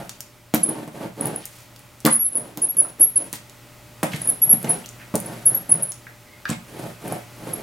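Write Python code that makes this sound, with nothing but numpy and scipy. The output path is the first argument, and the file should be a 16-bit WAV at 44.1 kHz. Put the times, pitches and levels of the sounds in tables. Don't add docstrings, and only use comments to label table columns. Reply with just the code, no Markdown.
import sys
import numpy as np
from scipy import signal
from scipy.fft import rfft, irfft
from scipy.io import wavfile

SR = 44100
rng = np.random.default_rng(int(sys.argv[2]) if len(sys.argv) > 2 else 0)


def log_audio(samples):
    frames = np.atleast_2d(samples).T
    limited = np.clip(frames, -1, 1)
    pcm = np.round(limited * 32767).astype(np.int16)
    wavfile.write(sys.argv[1], SR, pcm)


N = 336086
TIME = np.arange(N) / SR


def amp(db):
    return 10 ** (np.asarray(db) / 20)


def unit(x):
    return x / np.sqrt(np.mean(x ** 2) + 1e-20)


def read(points, hz):
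    f, value = np.transpose(points)
    return np.interp(np.log(hz + 1), np.log(f + 1), value)


def colour(x, points):
    size = x.shape[-1]
    return irfft(rfft(x) * amp(read(points, np.fft.rfftfreq(size, 1 / SR))), size)


def wander(size, hz):
    padded = size + 4096
    lowpass = np.exp(-.5 * (np.fft.rfftfreq(padded, 1 / SR) / hz) ** 2)
    return unit(irfft(rfft(rng.standard_normal(padded)) * lowpass))[:size]


def band(size, hz, octaves):
    detuning = np.log2((np.fft.rfftfreq(size, 1 / SR) + 1) / hz) / octaves
    return irfft(rfft(rng.standard_normal(size)) / (1 + detuning ** 4) ** 0.56, size)


def add(mix, start_s, sound):
    part = mix[max(round(start_s * SR), 0):][:len(sound)]
    part += sound[:len(part)]


def grains(per_s, spread_db):
    height = amp(spread_db * np.minimum(rng.exponential(1, N), 4.5))
    return unit(height * rng.choice([-1, 1], N) * (rng.random(N) < per_s / SR))


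def resonate(drive, modes):
    return drive + sum(amp(db) * signal.lfilter(*signal.iirpeak(hz, hz / width, SR), drive)
                       for hz, width, db in modes)


def background():
    # frequency in Hz, relative spectral density in dB.
    air_spectrum = [(15, -46.5), (25, -11.5), (92, -11), (123, -5), (153, -11.5), (317, -12.5),
                    (463, -18.5), (591, -15), (641, -19), (863, -18), (1400, -19), (1740, -23.5),
                    (1940, -19), (3620, -25), (16000, -30)]
    # frequency in Hz, relative level in dB.
    partials = [(118.4, -58.5), (597.5, -67), (839.8, -72.5), (1260, -75.5), (1938, -77.5), (2562, -76.5)]
    # time in seconds, gain in dB.
    swell = [(0, 6), (.45, 2), (1.6, 5), (2.5, 3), (3.6, 6), (5, 8), (6.3, 5), (7.6, 9.5)]
    mid, side = colour(rng.standard_normal((2, N)), air_spectrum)
    air = unit(mid) + amp(-11) * unit(side) * np.array([[1], [-1]])
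    hum = np.zeros(N)
    for hz, db in partials:
        peak = np.sqrt(2) * amp(db + wander(N, hz=0.88))
        hum += peak * np.sin(2 * np.pi * hz * TIME + 0.41 * wander(N, hz=1.6))
    return (amp(-54) * air + hum) * amp(np.interp(TIME, *np.transpose(swell)))


def room(x, wet_db, reflections_per_s=4000):
    # frequency in Hz, time to decay by 60 dB in seconds.
    decay_times = [(150, 0.35), (400, 0.23), (1000, 0.28), (2800, 0.33), (7000, .26), (11000, 0.22),
                   (16000, 0.09)]
    # frequency in Hz, side level against mid in dB.
    side_spectrum = [(60, -12), (130, -23), (280, -9), (600, -4.5), (1400, 1), (2800, 2), (6000, -5),
                     (11000, -6)]
    size = SR // 2
    taps = rng.standard_normal((2, size)) * (rng.random((2, size)) < reflections_per_s / SR)
    taps[:, :int(.003 * SR)] = 0
    mid, side = taps[0], colour(taps[1], side_spectrum)
    hz, t, bands = signal.stft(np.array([mid + side, mid - side]), SR, nperseg=256)
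    decay = amp(-60 * t / read(decay_times, hz)[:, None])
    tail = signal.istft(bands * decay, SR, nperseg=256)[1]
    tail /= np.linalg.norm(tail, axis=1, keepdims=True)
    return x + amp(wet_db) * signal.fftconvolve(x[None], tail, axes=1)[:, :N]


def table_direction(x):
    # frequency in Hz, phase lead of the left channel in radians.
    lead = [(60, 0.17), (150, -0.26), (340, -0.2), (550, -0.24), (1200, -0.31), (2600, 0.133), (16000, 0)]
    # frequency in Hz, left minus right level in dB.
    balance = [(60, 3), (130, 0.2), (300, -2.1), (700, -1.2), (1300, -1.1), (2400, -0.5), (16000, 1.5)]
    hz = np.fft.rfftfreq(N, 1 / SR)
    half = np.array([[.5], [-.5]])
    return irfft(rfft(x) * np.exp(1j * half * read(lead, hz)) * amp(half * read(balance, hz)), N)


def table_top(drive):
    # frequency in Hz, bandwidth in Hz, gain in dB.
    modes = [(130.7, 13, 4), (166.4, 37, 6.5), (227.7, 13, 7), (287, 6.4, -8), (309.4, 13.7, 3),
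             (423, 63.6, -3.5), (508, 18, -5), (725, 12, 3.5), (862, 35, -4.5), (1242, 24, -11)]
    return resonate(drive, modes)


def scuffs(judder_db=3):
    # start and length in seconds, level in dB, centre in Hz, half-width in octaves.
    skids = [(.54, 0.033, -33.5, 2370, 1.4), (1.382, 0.11, -51, 2600, 0.87), (1.449, 0.25, -53.5, 4000, 2),
             (2.056, 0.052, -25.5, 1030, 0.53), (2.562, 0.052, -49, 720, 0.44),
             (2.845, 0.019, -44, 1180, 0.22), (3.329, .02, -37, 900, 2.3), (3.33, 0.045, -40, 7000, 2),
             (4.03, 0.024, -27.5, 726, 0.24), (4.102, 0.082, -40.5, 2400, 0.9),
             (4.672, 0.014, -40, 2350, 0.26), (4.836, 0.019, -46.5, 2880, .16),
             (4.985, 0.061, -48, 1940, 0.44), (5.136, 0.04, -26.5, 570, 0.45), (6.2, 0.23, -60, 2080, .07),
             (6.464, 0.092, -39, 1810, 1.2)]
    out = np.zeros(N)
    for start, length, db, hz, octaves in skids:
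        size = 2 * max(int(length * SR / 2), 64)
        grip = signal.windows.tukey(size, .7) * amp(judder_db * wander(size, hz=122.3))
        add(out, start, amp(db) * unit(band(size, hz, octaves) * grip))
    return out


def ticks(snap_cycles=4.9, ring_s=0.01, ring_db=-20, level_db=-4.5):
    # start in seconds, relative level in dB, centre in Hz, half-width in octaves.
    contacts = [(.094, -17, 5200, 1), (.206, -14.5, 8800, 0.75), (0.539, -13, 3900, 1.2),
                (.546, -0.5, 10900, .28), (1.27, -14, 10200, 0.47), (1.455, -14, 9400, 0.52),
                (1.762, -31, 4830, 1.4), (1.793, -32, 6000, 1.5), (2.004, -27.5, 7500, 0.63),
                (2.052, 1, 10000, 1.9), (2.0603, -4.5, 10500, 2.4), (2.066, -0.5, 10900, 0.24),
                (2.574, -13, 9100, 1.5), (3.329, -9, 10200, 0.68), (3.497, -31, 5000, 1),
                (4.034, -9.5, 8600, 0.5), (4.135, -21.5, 2000, 0.25), (4.162, -20, 10000, 0.26),
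                (4.629, -16, 10600, 0.18), (4.645, -25, 3360, 0.83), (4.860, -22, 7000, 0.79),
                (4.890, -21.5, 7840, 0.38), (5.1553, -4, 9700, .5), (5.202, -12.5, 10100, 0.25),
                (5.920, -18, 8300, 0.44), (6.068, -28, 1650, 0.28), (6.4548, -14.5, 1570, 0.27),
                (6.454, -24.5, 3500, 0.43), (6.492, -22.5, 2700, 1.8), (6.502, -11.5, 7950, 0.27),
                (7.080, -20, 10300, 0.28), (7.124, -14, 10300, 0.11)]
    out, t = np.zeros(N), np.arange(SR // 15) / SR
    for start, db, hz, octaves in contacts:
        fade = np.exp(-t * hz / snap_cycles) + amp(ring_db) * np.exp(-t / ring_s)
        tick = band(len(t), hz, octaves) * fade
        add(out, start, amp(db + level_db) * tick * np.linalg.norm(fade) / np.linalg.norm(tick))
    return out


def knocks(thump_s=0.0031, clatter_s=0.0095, attack_s=0.00027, clatter_db=-8, level_db=-3):
    # start in seconds, relative level in dB, thump pitch in Hz, relative clatter in dB.
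    impacts = [(.5395, -4.5, 298, -2.5), (.688, -17, 298, -6), (0.876, -30, 304, 7.5),
               (1.211, -18.5, 250, -23), (2.0487, -6, 313, -8), (2.059, -13, 318, 11.5),
               (2.574, -23, 310, 0), (3.329, -31, 302, 3), (4.0298, -13, 330, 9.5), (4.034, -27, 238, 15.5),
               (4.141, -14, 156, -24), (4.537, -13, 203, -13), (4.643, -21, 414, 5.5),
               (5.140, -12, 228, -3.5), (5.150, -13, 198, -5), (5.693, -21.5, 251, -1.5),
               (6.495, -11.5, 184, -3.5), (6.512, -13.5, 194, -9), (7.123, -16, 734, -3.5)]
    # frequency in Hz, relative spectral density in dB.
    clatter_spectrum = [(40, -42), (100, -12), (200, 4), (330, -10.5), (600, 1.5), (1000, -8.5),
                        (1700, -11), (2700, -18.5), (5000, -27), (10000, -21), (16000, -30)]
    out, t = np.zeros(N), np.arange(SR // 5) / SR
    attack = 1 - np.exp(-t / attack_s)
    for start, db, hz, frame_db in impacts:
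        thump = np.sin(2 * np.pi * hz * t) * np.exp(-t / thump_s)
        clatter = unit(colour(rng.standard_normal(len(t)), clatter_spectrum)) * np.exp(-t / clatter_s)
        add(out, start, amp(db) * (thump + amp(frame_db + clatter_db) * clatter) * attack)
    radiation = signal.butter(2, 118, "high", fs=SR, output="sos")
    return amp(level_db) * signal.sosfilt(radiation, table_top(out))


def squeaks(sag_hz_per_s=670, waver_hz=228, edge_s=0.0081, rattle_db=-12, level_db=-4):
    # start and length in seconds, relative level in dB, pitch in Hz, roughness (0 is pure).
    chirps = [(0.634, .0073, -10.5, 10730, 0.12), (0.688, 0.0093, -20, 10500, 0.54),
              (1.211, 0.0019, -14.5, 10460, 0.77), (1.257, 0.0016, -13.5, 10330, 0.8),
              (1.3613, 0.0021, -16.5, 10300, 0.45), (2.108, 0.027, -17, 9900, .4),
              (2.124, 0.044, -16, 10470, 0.4), (2.194, 0.041, -22, 11310, 0.07),
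              (2.241, 0.039, -20, 10980, 0.25), (2.323, .014, -28, 10180, 0.36),
              (2.35, .029, -18, 10260, 0.7), (2.619, 0.034, -17.5, 10540, 0.34),
              (2.688, 0.025, -25, 11300, 0.1), (2.769, .016, -20, 10770, 1.03),
              (2.784, .027, -11, 10460, 0.47), (2.998, .016, -22, 11200, 0.35),
              (3.009, .023, -9.5, 10460, 0.36), (3.027, 0.028, -13, 11270, 0.22),
              (3.159, 0.022, -14, 10460, 0.24), (3.219, .009, -26.5, 10450, 0.22),
              (4.216, .005, -24.5, 10580, .5), (4.243, .02, -28.5, 10200, 0.66),
              (4.273, .035, -17.5, 10590, .8), (4.419, 0.036, -14.5, 11270, .3),
              (4.495, 0.042, -11, 11210, 0.34), (4.502, 0.027, -21, 10510, 0.23),
              (4.693, .023, -15, 10720, 0.31), (5.259, .012, -31.5, 10660, .8),
              (5.456, 0.04, -17, 11100, .5), (5.459, .022, -10, 10450, 0.42),
              (5.548, 0.0061, -13.5, 11450, 0.27), (5.57, 0.013, -24, 11320, 0.2),
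              (5.694, 0.019, -20, 10640, 0.14), (5.716, 0.012, -7, 10500, 0.15),
              (5.823, 0.014, -17.5, 10600, 0.6), (5.885, 0.028, -29, 10080, .55),
              (7.535, 0.0065, -21.5, 11300, 0.2)]
    # frequency in Hz, bandwidth in Hz, gain in dB.
    axle_modes = [(10610, 420, -4.5), (11350, 950, -1)]
    out = np.zeros(N)
    for start, length, db, hz, rough in chirps:
        edge = min(edge_s, 2 * length)
        size = 2 * max(int((length + edge) * SR / 2), 64)
        sag = sag_hz_per_s * length * np.linspace(-.5, .5, size)
        pitch = hz - sag + rough * waver_hz * wander(size, hz=69.6)
        jitter = rough * wander(size, hz=406)
        phase = 2 * np.pi * np.cumsum(pitch) / SR + jitter
        envelope = signal.windows.tukey(size, min(2 * edge / (length + edge), 1))
        chatter = 1 + np.tanh(0.97 * rough * wander(size, hz=337))
        rattle = rough * amp(rattle_db) * unit(band(size, hz, octaves=0.15))
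        squeal = unit(chatter * np.sin(phase) + rattle)
        add(out, start - edge / 2, amp(db + level_db) * envelope * squeal)
    return resonate(out, axle_modes)


def hand_speed(start, length, fastest):
    turn = np.interp(TIME, start + length * np.array([0, fastest, 1]), [0, 1, 0])
    return np.sin(np.pi / 2 * turn)


def rolling(rumble_db=-1, rasp_db=2, uneven_db=1.73, rumble_exponent=1.93):
    # start and length in seconds, fraction of the length at which speed peaks,
    # relative rumble and rasp levels in dB, nearness to the table's front edge from 0 to 1.
    strokes = [(-.14, 0.25, 0.27, -27, -48, 0.67), (0.54, 0.35, 0.64, -31, -51.5, 0.07),
               (0.9, 0.21, 0.57, -29, -49.5, 0.3), (1.148, .31, 0.25, -28, -48, 0.21),
               (2.283, 0.29, 0.37, -37, -55.5, 0.17), (2.545, 0.19, 0.31, -38.5, -56, 0),
               (2.705, 0.25, 0.39, -39, -54.5, 0.28), (2.975, 0.12, .3, -38, -53, 0),
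               (3.131, .21, 0.33, -39.5, -52.5, 0.06), (4.03, 0.24, 0.63, -39.5, -47.5, 0.53),
               (4.2, 0.19, 0.46, -34.5, -49, 0.27), (4.379, 0.23, 0.6, -32, -49, 0.54),
               (4.59, 0.28, 0.37, -31, -46, 0.42), (5.15, .31, 0.42, -33, -49, 0.42),
               (5.402, 0.29, 0.37, -33, -51, 0.55), (5.65, 0.26, 0.41, -32.5, -51.5, 0.59),
               (6.638, 0.34, 0.54, -35, -49, 0.34), (6.986, 0.27, 0.39, -30.5, -47, 0.25),
               (7.317, 0.39, 0.58, -32.5, -50, 0.27)]
    # frequency in Hz, gain in dB.
    far_spectrum = [(40, -37.5), (90, -13), (140, -6.5), (200, 0.5), (280, 1.5), (400, 1.5), (560, 0.5),
                    (800, -4.5), (1100, -8), (1500, -17.5), (2200, -18.5), (5000, -26.5), (9000, -72.5)]
    near_spectrum = [(40, -47.5), (85, -32), (125, 7.5), (200, 7), (280, -22.5), (400, -9.5), (560, 0),
                     (800, -3.5), (1100, -19), (1500, -5.5), (2200, -28.5), (5000, -50), (9000, -69)]
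    rasp_spectrum = [(500, -11), (1500, 9.5), (2500, 5.5), (4000, 2), (7000, 0.5), (9000, 3), (11000, 4.5),
                     (13000, 0.5), (16000, -17.5)]
    far, near, rasp = np.zeros((3, N))
    for start, length, fastest, low_db, high_db, nearness in strokes:
        speed = hand_speed(start, length, fastest)
        rumble = amp(low_db) * speed ** rumble_exponent
        far += (1 - nearness) * rumble
        near += nearness * rumble
        rasp += amp(high_db) * speed
    shake = table_top(grains(per_s=1700, spread_db=3.0))
    bumps = far * unit(colour(shake, far_spectrum)) + near * unit(colour(shake, near_spectrum))
    threads = unit(colour(grains(per_s=5000, spread_db=2.5), rasp_spectrum))
    pressure = amp(uneven_db * wander(N, hz=25))
    return pressure * (amp(rumble_db) * bumps + amp(rasp_db) * rasp * threads)


def scene():
    table = room(rolling(), wet_db=-4) + room(knocks(), wet_db=-4) + room(scuffs(), wet_db=-6)
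    metal = room(ticks(), wet_db=-4.5) + room(squeaks(), wet_db=-6.5)
    return table_direction(table) + metal * amp([[-.2], [.2]]) + background()


def record(dry):
    lowpass = signal.firwin(401, 16000, window=("kaiser", 8), fs=SR)
    return signal.oaconvolve(np.clip(dry, -1, 1), lowpass[None], "same")


dry = scene()
out = record(dry)
log_audio(out)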